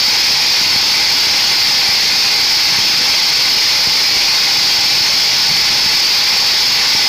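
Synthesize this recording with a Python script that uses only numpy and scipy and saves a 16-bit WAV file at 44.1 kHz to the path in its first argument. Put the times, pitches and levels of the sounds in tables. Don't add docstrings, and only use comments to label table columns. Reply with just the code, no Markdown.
import sys
import numpy as np
from scipy import signal
from scipy.io import wavfile
from scipy.ndimage import uniform_filter1d

SR = 44100
rng = np.random.default_rng(int(sys.argv[2]) if len(sys.argv) > 2 else 0)


def dump_mix(stems):
    frames = np.atleast_2d(stems).T
    limited = np.clip(frames, -1, 1)
    pcm = np.round(limited * 32767).astype(np.int16)
    wavfile.write(sys.argv[1], SR, pcm)


def invert_db(x):
    u = np.asarray(x, float) / 20
    return 10 ** u


N = 312228


def evened(x):
    return x / np.sqrt(np.mean(x ** 2) + 1e-20)


def read(points, hz):
    f, value = np.transpose(points)
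    return np.interp(np.log(hz + 1), np.log(f + 1), value)


def drifting(noise, n_frames, n_bins):
    over_frames = uniform_filter1d(noise, size=n_frames, axis=1)
    return evened(uniform_filter1d(over_frames, size=n_bins, axis=0))


def hiss(colour_db, patchy_db, swell_db):
    bins = len(colour_db)
    size = 2 * (bins - 1)
    frames = 4 * N // size + 5
    real, imag, narrow, wide = rng.standard_normal((4, bins, frames))
    patches = drifting(narrow, 6, 8) + 0.44 * drifting(wide, 4, 70)
    swell = evened(uniform_filter1d(rng.standard_normal(frames), size=5))
    level_db = colour_db[:, None] + patchy_db * patches + swell_db * swell
    spectra = (real + 1j * imag) * invert_db(level_db)
    noise = signal.istft(spectra, nperseg=size, noverlap=3 * size // 4)[1]
    return evened(noise[:N])


# (frequency [Hz], relative density [dB per Hz])
SCRAPE_COLOUR = [(400, -26), (740, -22.5), (800, -14), (1100, -17.5), (1250, -20.5), (1960, -14.5),
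                 (2030, -9.5), (2490, -10.5), (2530, -13.5), (2990, -14), (3600, -11), (4050, -9.5),
                 (4450, -2), (5200, -3.5), (5550, -8), (5900, -15), (6500, -17), (7300, -28.5), (8500, -38),
                 (11000, -37)]
# (frequency [Hz], width [Hz], lift over the hiss [dB])
STEEL_RINGS = [(801, 40, 4), (885, 35, 4), (1050, 60, 2), (1154, 20, 3), (1200, 20, 2), (1304, 35, 4),
               (1477, 22, 8), (1720, 40, 3), (1870, 30, 3), (2076, 30, 2.5), (2290, 40, 2), (2465, 50, 2.5),
               (2585, 30, 2.5), (2684, 70, 3.5), (2860, 90, 3.5), (3225, 50, 3), (3320, 70, 3),
               (3450, 90, 2), (3755, 30, 3), (3960, 50, 3.5), (4160, 60, 3), (4480, 60, 2), (4870, 25, 2.5),
               (5112, 45, 3), (5200, 50, 2), (5420, 80, 1.5), (5830, 60, 2), (6330, 150, 2), (6820, 150, 2)]
# (frequency [Hz], depth [dB])
SCRAPE_DRIFT = [(800, 1), (2500, 1.6), (4500, 1.06), (7000, 1.1)]


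def blade():
    scrape_db, flutter_db, flutter_hz = -10, 0.46, 40
    hz = np.fft.rfftfreq(4096, 1 / SR)
    lift_db = sum(db / (1 + (2 * (hz - f) / width) ** 2) for f, width, db in STEEL_RINGS)
    lowpass = signal.butter(2, flutter_hz, fs=SR)
    flutter = evened(signal.lfilter(*lowpass, rng.standard_normal(N)))
    patchy_db = read(SCRAPE_DRIFT, hz)[:, None]
    scrape = hiss(read(SCRAPE_COLOUR, hz) + lift_db, patchy_db, swell_db=0.0)
    return invert_db(scrape_db + flutter_db * flutter) * scrape


# (frequency [Hz], relative density [dB per Hz])
RUMBLE_COLOUR = [(15, -39), (25, -24), (48, -51), (81, -1.5), (130, 2), (461, 1.5), (700, -2.5), (910, -34),
                 (1540, -120)]
# (frequency [Hz], relative density [dB per Hz])
SHUDDER_COLOUR = [(45, -30), (75, 1), (160, 4), (280, -7), (500, -40)]
# (start [s], length [s], level [dB])
SHUDDER_TIMES = [(2.7, .15, -35), (4.05, 0.28, -45), (5.4, 0.57, -37)]


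def carriage():
    rolling_db, fade_s = -34, 0.027
    hz = np.fft.rfftfreq(2048, 1 / SR)
    t = np.arange(N) / SR
    rumble = hiss(read(RUMBLE_COLOUR, hz), patchy_db=0.45, swell_db=1.0)
    shudder = hiss(read(SHUDDER_COLOUR, hz), patchy_db=3.0, swell_db=-1.5)
    gain = np.zeros(N)
    for start, length, db in SHUDDER_TIMES:
        to_nearest_end = np.minimum(t - start, start + length - t)
        gain += invert_db(db) * np.clip(to_nearest_end / fade_s, 0, 1)
    return invert_db(rolling_db) * rumble + gain * shudder


# (time [s], signed height [relative pressure])
LOUD_POPS = [(0.308, -.14), (0.76, 0.17), (1.27, -.13), (1.889, 0.24), (2.786, -0.2), (3.873, 0.31),
             (4.167, 0.17), (4.639, 0.12), (5.007, 0.2), (5.861, 0.18), (6.349, 0.089), (6.95, 0.17)]


def knocks():
    pop_s, small_pops_per_s, smallest_db = 0.0011, 18, -30
    u = np.arange(600) / SR / pop_s
    push = u * (2 - u) * np.exp(-u) * 2
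    height = invert_db(smallest_db + 4.1 * np.minimum(rng.exponential(1, N), 2.2))
    falls = rng.random(N) < small_pops_per_s / SR
    train = rng.choice([-1., 1.], N) * height * falls
    for s, loud_height in LOUD_POPS:
        train[round(s * SR)] += loud_height
    pops = signal.oaconvolve(train, push)[:N]
    return signal.lfilter(*signal.butter(2, 85, "high", fs=SR), pops)


def scene():
    return (blade() + carriage() + knocks())[None]


def limited(x):
    threshold_db, recovery_db_per_s, share = -10.5, 240.0, 0.63
    power_db = 10 * np.log10(abs(uniform_filter1d(x[0] ** 2, size=80)) + 1e-12)
    fall_db = np.arange(N) * recovery_db_per_s / SR
    peak_db = np.maximum.accumulate(power_db + fall_db) - fall_db
    over_db = np.maximum(peak_db - threshold_db, 0)
    return x / invert_db(share * uniform_filter1d(over_db, size=40))


def clipped(x):
    ceiling, knee, bias = 0.384, 14, 0.0022
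    biased = x + bias
    return biased / (1 + abs(biased / ceiling) ** knee) ** (1 / knee)


# (frequency [Hz], gain [dB])
OUTPUT_COLOUR = [(8000, 0.26), (12300, -1.4), (15000, -0.2)]


def output_stage(x):
    edge_hz = 15490
    edge = signal.firwin(1023, edge_hz, window=("kaiser", 10), fs=SR)
    hz, db = np.transpose(OUTPUT_COLOUR)
    colour = signal.firwin2(129, [0, *hz, SR / 2], invert_db([db[0], *db, db[-1]]), fs=SR)
    return signal.oaconvolve(x, np.convolve(edge, colour)[None], "same")


def roll_off(x):
    return signal.sosfilt(signal.butter(12, 16460, fs=SR, output="sos"), x)


def record(dry):
    held = limited(dry)
    mix = output_stage(clipped(held))
    return roll_off(mix)


dry = scene()
out = record(dry)
dump_mix(out)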